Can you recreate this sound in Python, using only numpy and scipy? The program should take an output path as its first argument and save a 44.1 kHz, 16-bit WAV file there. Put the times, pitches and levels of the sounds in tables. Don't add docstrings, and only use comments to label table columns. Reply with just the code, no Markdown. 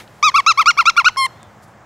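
import sys
import numpy as np
from scipy import signal
from scipy.fft import rfft, irfft, next_fast_len
from scipy.io import wavfile
from scipy.ndimage import uniform_filter1d, minimum_filter1d

SR = 44100
rng = np.random.default_rng(int(sys.argv[2]) if len(sys.argv) > 2 else 0)


def materialize(psi):
    bounded = np.clip(np.atleast_2d(psi).T, -1, 1)
    quanta = np.round(bounded * 32767).astype(np.int16)
    wavfile.write(sys.argv[1], SR, quanta)


N = 81585
T = np.arange(N) / SR

# time in seconds, pitch in Hz, level of the lowest tone in dB, level of the overtones in dB.
SQUEEZES = [
    [(0.226, 1063, -49, -83), (0.2275, 1077, -17.5, -15), (0.23, 1129, -11, -15.5),
     (0.2385, 1214, -9, -14.5), (0.2499, 1283, -13, -13.5), (0.2639, 1255, -10.5, -14.5),
     (0.2859, 1125, -11.5, -15), (0.2978, 1037, -20, -23), (0.3028, 900, -35, -26)],
    [(0.462, 1085, -55, -49), (0.4635, 1086, -17, -14.5), (0.467, 1184, -8.5, -17),
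     (0.4765, 1297, -9.5, -13), (0.4879, 1369, -10.5, -12), (0.5009, 1335, -10, -13),
     (0.5154, 1185, -10.5, -17.5), (0.5234, 1010, -26.5, -22), (0.5298, 891, -50, -34)],
    [(0.657, 1080, -53, -44), (0.659, 1103, -15, -13), (0.6655, 1158, -14.5, -18.5),
     (0.6794, 1316, -3, -12), (0.6854, 1420, -7.5, -13.5), (0.6984, 1422, -8, -15),
     (0.7034, 1377, -8.5, -20), (0.7079, 1153, -17, -12.5), (0.7159, 1028, -35, -21.5),
     (0.7218, 860, -35, -42)],
    [(0.854, 995, -86, -36), (0.856, 1090, -14.5, -20), (0.8625, 1168, -24.5, -13),
     (0.8744, 1295, -7.5, -12.5), (0.8839, 1381, -4.5, -12.5), (0.8924, 1385, -9, -21),
     (0.8964, 1325, -9, -12.5), (0.9024, 1080, -28, -15.5), (0.9084, 1035, -29, -37),
     (0.9129, 850, -36, -32)],
    [(1.043, 1064, -64, -50), (1.045, 1080, -13.5, -20.5), (1.05, 1158, -25.5, -17.5),
     (1.0615, 1312, -9, -10), (1.0689, 1440, -4, -15.5), (1.0804, 1488, -6.5, -18.5),
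     (1.0839, 1387, -9, -11), (1.0894, 1045, -27, -23), (1.0949, 1062, -25, -28), (1.1029, 795, -39, -40)],
]
QUICK_REFILLS = [
    [(0.34, 1100, -30, -52.5), (0.343, 1080, -16, -21), (0.3475, 1097, -10.5, -19.5),
     (0.36, 1200, -7.5, -16), (0.3669, 1367, -13, -15), (0.3764, 1339, -12.5, -16),
     (0.3859, 1137, -9.5, -17.5), (0.4009, 1107, -11, -18), (0.4068, 939, -27.5, -23),
     (0.4108, 840, -44, -35)],
    [(0.573, 1007, -34, -53), (0.576, 1076, -18.5, -20), (0.5835, 1103, -13, -19), (0.5954, 1217, -7, -16),
     (0.6019, 1361, -9.5, -23), (0.6069, 1309, -8, -21.5), (0.6159, 1097, -14, -16),
     (0.6259, 1008, -24, -21.5), (0.6319, 820, -31.5, -30)],
    [(0.773, 990, -32, -53), (0.775, 1090, -21.5, -24), (0.7775, 1097, -22.5, -20.5),
     (0.789, 1206, -10, -12.5), (0.7939, 1396, -7.5, -21.5), (0.8019, 1382, -7, -18),
     (0.8074, 1290, -8.5, -15.5), (0.8129, 1086, -20.5, -18), (0.8249, 982, -24, -31),
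     (0.8299, 845, -28, -30)],
    [(0.964, 947, -46, -52), (0.966, 1107, -22.5, -22.5), (0.9765, 1198, -13, -12.5),
     (0.9805, 1400, -6, -20), (0.9894, 1410, -7, -19.5), (0.9954, 1377, -8, -18),
     (0.9999, 1308, -10.5, -14), (1.0039, 1133, -18, -18.5), (1.0194, 960, -21, -30.5),
     (1.0229, 760, -42, -31)],
]
SLOW_REFILL = [(1.167, 922, -33, -73), (1.1705, 1052, -20.5, -27), (1.177, 1075, -17, -22.5),
               (1.2009, 1081, -15.5, -20.5), (1.2254, 1056, -16, -18.5), (1.2493, 1044, -20.5, -17),
               (1.2578, 1080, -16.5, -19), (1.2653, 953, -26.5, -24.5), (1.2707, 810, -36, -52)]
SQUEEZE_TREBLE_DB = [1, 0.81, 1, -2.3, 0.3]
REFILL_TREBLE_DB = [0.61, -0.72, -0.55, -2.5]
# frequency in Hz, relative level in dB.
SQUEEZE_COLOUR = [(2100, -1), (2700, -0.5), (3200, -10), (3900, -5.5), (4600, -10), (5500, -9), (6300, -13),
                  (7200, -22), (8200, -34.5), (9600, -37.5), (12300, -43.5), (15500, -47)]
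REFILL_COLOUR = [(2100, 0), (2700, -1), (3200, -9.5), (3900, -12.5), (4600, -10), (5500, -14.5),
                 (6300, -13), (7200, -29.5), (8200, -30.5), (9600, -33.5), (12300, -39.5), (15500, -45)]
SLOW_COLOUR = [(2120, 1), (3190, -6.5), (4250, -6.5), (5330, -13), (6380, -27.5), (7450, -18), (8500, -21),
               (9600, -16), (10650, -19.5), (11700, -27), (12800, -40), (15000, -44)]
OVERBLOWN_COLOUR = [(2800, -0.5), (4200, 0), (5700, -1), (7050, -12), (7450, 2.5), (8500, -4), (9200, 0.5),
                    (12500, 2)]
AIR_COLOUR = [(300, -46), (700, 3), (1300, 7), (2600, 4), (4200, 2), (6000, 6.5), (8000, 3), (12000, -17),
              (16000, -19)]
RATTLE_COLOUR = [(1000, -24), (3000, -19), (5500, 7), (9000, 0), (12000, -6), (16000, -24)]
ECHO_COLOUR = [(600, 10), (1250, -3.5), (1500, -7.5), (2600, 1), (4000, 1), (7200, 5), (9000, -13),
               (16000, -28)]
HUM_COLOUR = [(25, -32), (50, -12), (70, -7), (95, 3.5), (150, 1), (250, -7.5), (400, -8.5), (700, -4.5),
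              (1100, -7.5), (1900, -14), (2600, -23), (4000, -30), (7300, -29.5), (11000, -47.5),
              (16000, -40)]
HISS_COLOUR = [(1500, 3), (3000, -1.5), (7000, -8), (12000, -10.5), (16000, -19)]
# frequency in Hz, change in dB per second.
HAND_OPENING = [(2120, 61), (3190, 27), (4250, -66), (5330, -300), (6380, -200), (7450, 7), (12000, -22)]
NO_CHANGE = [(2000, 0), (16000, 0)]
# frequency in Hz, amount in dB.
TOY_BALANCE = [(1200, .5), (2600, 0.84), (5000, 0.8), (9000, 3), (13000, 0.2)]
TOY_WIDTH = [(1200, -28), (2600, -21.5), (5000, -15), (9000, -9), (13000, -18.5)]
# time in seconds, level in dB.
RATTLE_LEVEL = [(1.232, -68), (1.248, -48), (1.259, -36), (1.266, -47), (1.274, -72)]
HUM_LEVEL = [(0, -45.5), (.4, -45.5), (.65, -46), (1.05, -47), (1.3, -44), (1.9, -45.5)]
HISS_LEVEL = [(0, -39.5), (.06, -56), (.2, -55), (.5, -56), (1.3, -58), (1.85, -74)]
# time in seconds, strength in dB.
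FLIPS = [(0.3184, -36), (0.565, -44), (0.7695, -34), (0.9595, -37), (1.1615, -33.5)]
# frequency in Hz, gain in dB, seconds to fade by 60 dB.
FLIP_RINGS = [(1470, 14.5, 0.0063), (2540, -27, 0.0059), (5450, -31, .003)]
# time in seconds, pitch in Hz, level in dB.
RASP = [(.237, 5900, -47), (.246, 5750, -28), (.268, 5830, -37), (.277, 5700, -34), (.281, 5700, -50)]
SEEP = [(1.28, 3210, -72), (1.35, 3280, -64), (1.41, 3610, -57.5), (1.48, 3450, -66), (1.56, 3150, -85)]
# time of the peak in seconds, level in dB, centre in Hz, width in octaves,
# seconds to rise by 20 dB, seconds to fade by 60 dB.
BRUSHES = [(0.002, -36.5, 1580, 2.2, 0.0034, 0.069), (0.0774, -41, 3530, 0.64, 0.00078, 0.011),
           (0.403, -38, 600, 1.4, 0.0023, 0.048), (1.636, -52.5, 5550, 2, 0.026, 0.11),
           (1.68, -63.5, 8600, .8, 0.02, 0.22)]
# low edge in Hz, high edge in Hz, gain in dB.
TICK_BANDS = [(250, 1900, -9), (2600, 4500, -21), (6400, 8700, -13.5)]


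def squeak(curve, colour, treble_db=0, treble_db_per_hz=0, sixth_db=0, air_db=-28,
           change=NO_CHANGE, grit_db=2.5, unsteady=1, end_db_per_octave=-3):
    fade_s, ending_s = .002, .0061
    times, *columns = np.transpose(curve)
    on = (T >= times[0] - fade_s / 2) & (T <= times[-1] + fade_s / 2)
    t = T[on]
    hz, low_db, high_db = [uniform_filter1d(np.interp(t, times, c), size=65) for c in columns]
    stall = np.clip(-np.gradient(hz) * SR / 34000, 0, 1)
    jitter = (unsteady * .00054 + .011 * stall) * drift(73, len(t))
    phase = 2 * np.pi * np.cumsum(hz * (1 + jitter)) / SR
    k = np.arange(1, 17)[:, None]
    harmonic_hz = k * hz
    lag_s = .0016 * (1 + unsteady * .059 * drift(9.6, len(t)))
    share = .52 * np.minimum(harmonic_hz / 5100, 1) ** 2
    bounce = 1 + share * np.exp(-2j * np.pi * harmonic_hz * lag_s)
    overblown = np.interp(hz, [1320, 1455], [0, 1])
    shape_db = at_hz(colour, harmonic_hz) + sixth_db * (k == 6)
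    shape_db += overblown * at_hz(OVERBLOWN_COLOUR, harmonic_hz)
    shape_db += at_hz(change, harmonic_hz) * (t - t.mean())
    in_treble = np.interp(harmonic_hz, [3900, 4600], [0, 1])
    shape_db += (treble_db + treble_db_per_hz * (hz - hz.mean())) * in_treble
    waver_db = unsteady * 2 * np.array([drift(31, len(t)) for _ in k])
    flutter = np.array([drift(99, len(t)) for _ in k])
    flutter_db = grit_db * np.minimum(harmonic_hz / 8900, 1) ** 2 * flutter
    gain = from_db(shape_db + waver_db + flutter_db) * bounce * (harmonic_hz < SR / 2)
    gain *= from_db(high_db) / np.sqrt(np.sum(abs(gain[1:]) ** 2, axis=0))
    gain[0] = from_db(low_db)
    ending = np.clip(1 - (t[-1] - t) / ending_s, 0, 1)
    gain *= from_db(end_db_per_octave * ending * np.log2(k))
    phase_offset = .9 * k ** 2
    harmonics = np.sqrt(2) * gain * np.exp(1j * (k * phase + phase_offset))
    side_turns = rng.random(k.shape) + harmonic_hz * lag_s
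    spread = from_db(at_hz(TOY_WIDTH, harmonic_hz)) * np.exp(2j * np.pi * side_turns)
    air = from_db(high_db + air_db + 7 * overblown) * noise(AIR_COLOUR)[on]
    from_edge_s = np.minimum(t - t[0], t[-1] - t)
    fade = np.sin(np.pi / 2 * np.minimum(from_edge_s / fade_s, 1)) ** 2
    out = np.zeros((2, N))
    for channel, sign in enumerate((1, -1)):
        balance = from_db(sign * at_hz(TOY_BALANCE, harmonic_hz) / 2)
        tone = np.sum(harmonics * (1 + sign * spread) * balance, axis=0).real
        out[channel, on] = fade * (tone + air)
    return out


def reed_flips():
    clicks, out = np.zeros(N), 0
    for start, db in FLIPS:
        clicks[int(start * SR)] = from_db(db)
    for hz, db, fade_s in FLIP_RINGS:
        decay = from_db(-60 / (fade_s * SR))
        step = 2 * np.pi * hz / SR
        ring = signal.lfilter([0, np.sin(step)], [1, -2 * decay * np.cos(step), decay ** 2], clicks + 1e-18)
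        out += from_db(db) * ring
    return out


def reed_rattle():
    return level(RATTLE_LEVEL) * noise(RATTLE_COLOUR)


def whistle(curve, width_hz):
    times, hz, db = np.transpose(curve)
    phase = 2 * np.pi * np.cumsum(np.interp(T, times, hz)) / SR
    blurred = drift(width_hz) * np.cos(phase) + drift(width_hz) * np.sin(phase)
    return level(np.c_[times, db]) * blurred


def handling():
    click = (np.arange(N) == int(1.4305 * SR)) + 1e-18
    out = sum(from_db(db) * band(click, [low, high]) for low, high, db in TICK_BANDS)
    for peak_s, db, hz, octaves, rise_s, fade_s in BRUSHES:
        edges_hz = np.clip(hz * 2 ** (np.array([-.5, .5]) * octaves), 20, .45 * SR)
        rub = rms_one(band(rng.standard_normal(N), edges_hz))
        rise_db = -20 * np.maximum(peak_s - T, 0) / rise_s
        fade_db = -60 * np.maximum(T - peak_s, 0) / fade_s
        out += rub * from_db(db + rise_db + fade_db)
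    return out


def low_thump(toy):
    power = uniform_filter1d(toy ** 2, size=400)
    return from_db(-57.5) * rms_one(band(power, [17.5, 35], order=1))


def garden_echo(toy, delay_s=.0156, fade_s=.43):
    tail = from_db(-60 * T / fade_s) * (T > delay_s)
    echoes = wide_noise(ECHO_COLOUR, side_db=-11.5) * tail / np.sqrt(np.sum(tail ** 2))
    return from_db(-29) * signal.fftconvolve(echoes, toy[None], axes=1)[:, :N]


def distant_motor(hz=210, db=-61.5):
    tone = np.sqrt(2) * np.sin(2 * np.pi * hz * T + .5 * drift(1.5))
    return from_db(db + 2 * drift(1.2)) * tone


def outdoors():
    hum = level(HUM_LEVEL) * wide_noise(HUM_COLOUR, side_db=-18)
    hiss = level(HISS_LEVEL) * wide_noise(HISS_COLOUR, side_db=-18)
    return hum + hiss


def from_db(db):
    return 10 ** (np.asarray(db) / 20)


def rms_one(x):
    return x / np.sqrt(np.mean(x ** 2) + 1e-20)


def at_hz(points, hz):
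    row_hz, value = np.transpose(points)
    return np.interp(np.log(np.maximum(hz, 1)), np.log(row_hz), value)


def level(rows):
    times, db = np.transpose(rows)
    return from_db(np.interp(T, times, db)) * (T >= times[0]) * (T <= times[-1])


def band(x, edges_hz, order=2):
    return signal.sosfilt(signal.butter(order, edges_hz, "band", fs=SR, output="sos"), x)


def drift(rate_hz, size=N):
    r = np.exp(-2 * np.pi * rate_hz * 20 / SR)
    steps = rng.standard_normal(size // 20 + 4000)
    slow = rms_one(signal.lfilter([1], [1, -2 * r, r * r], steps)[2000:])
    return np.interp(np.arange(size) / 20, np.arange(len(slow)), slow)


def noise(colour):
    size = next_fast_len(N)
    hz = np.arange(size // 2 + 1) * SR / size
    spectrum = rfft(rng.standard_normal(size)) * from_db(at_hz(colour, hz))
    return rms_one(irfft(spectrum, size)[:N])


def wide_noise(colour, side_db):
    return noise(colour) + from_db(side_db) * noise(colour) * np.array([[1], [-1]])


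def scene():
    toy = np.zeros((2, N))
    for curve, treble_db in zip(SQUEEZES, SQUEEZE_TREBLE_DB):
        toy += squeak(curve, SQUEEZE_COLOUR, treble_db)
    for curve, treble_db in zip(QUICK_REFILLS, REFILL_TREBLE_DB):
        toy += squeak(curve, REFILL_COLOUR, treble_db, treble_db_per_hz=-.0053, sixth_db=-10)
    toy += squeak(SLOW_REFILL, SLOW_COLOUR, air_db=-54, change=HAND_OPENING,
                  grit_db=1.5, unsteady=.52, end_db_per_octave=5)
    toy += reed_rattle() + reed_flips()
    toy += whistle(RASP, width_hz=150) + whistle(SEEP, width_hz=210)
    mono = toy.mean(axis=0)
    return toy + garden_echo(mono) + low_thump(mono) + handling() + distant_motor() + outdoors()


def record(dry):
    peak_limit, cutoff_hz = .9, 15700
    gain = peak_limit / np.maximum(abs(dry).max(axis=0), peak_limit)
    gain = uniform_filter1d(minimum_filter1d(gain, size=130), size=130)
    return signal.sosfilt(signal.ellip(10, .1, 80, cutoff_hz, fs=SR, output="sos"), dry * gain)


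dry = scene()
out = record(dry)
materialize(out)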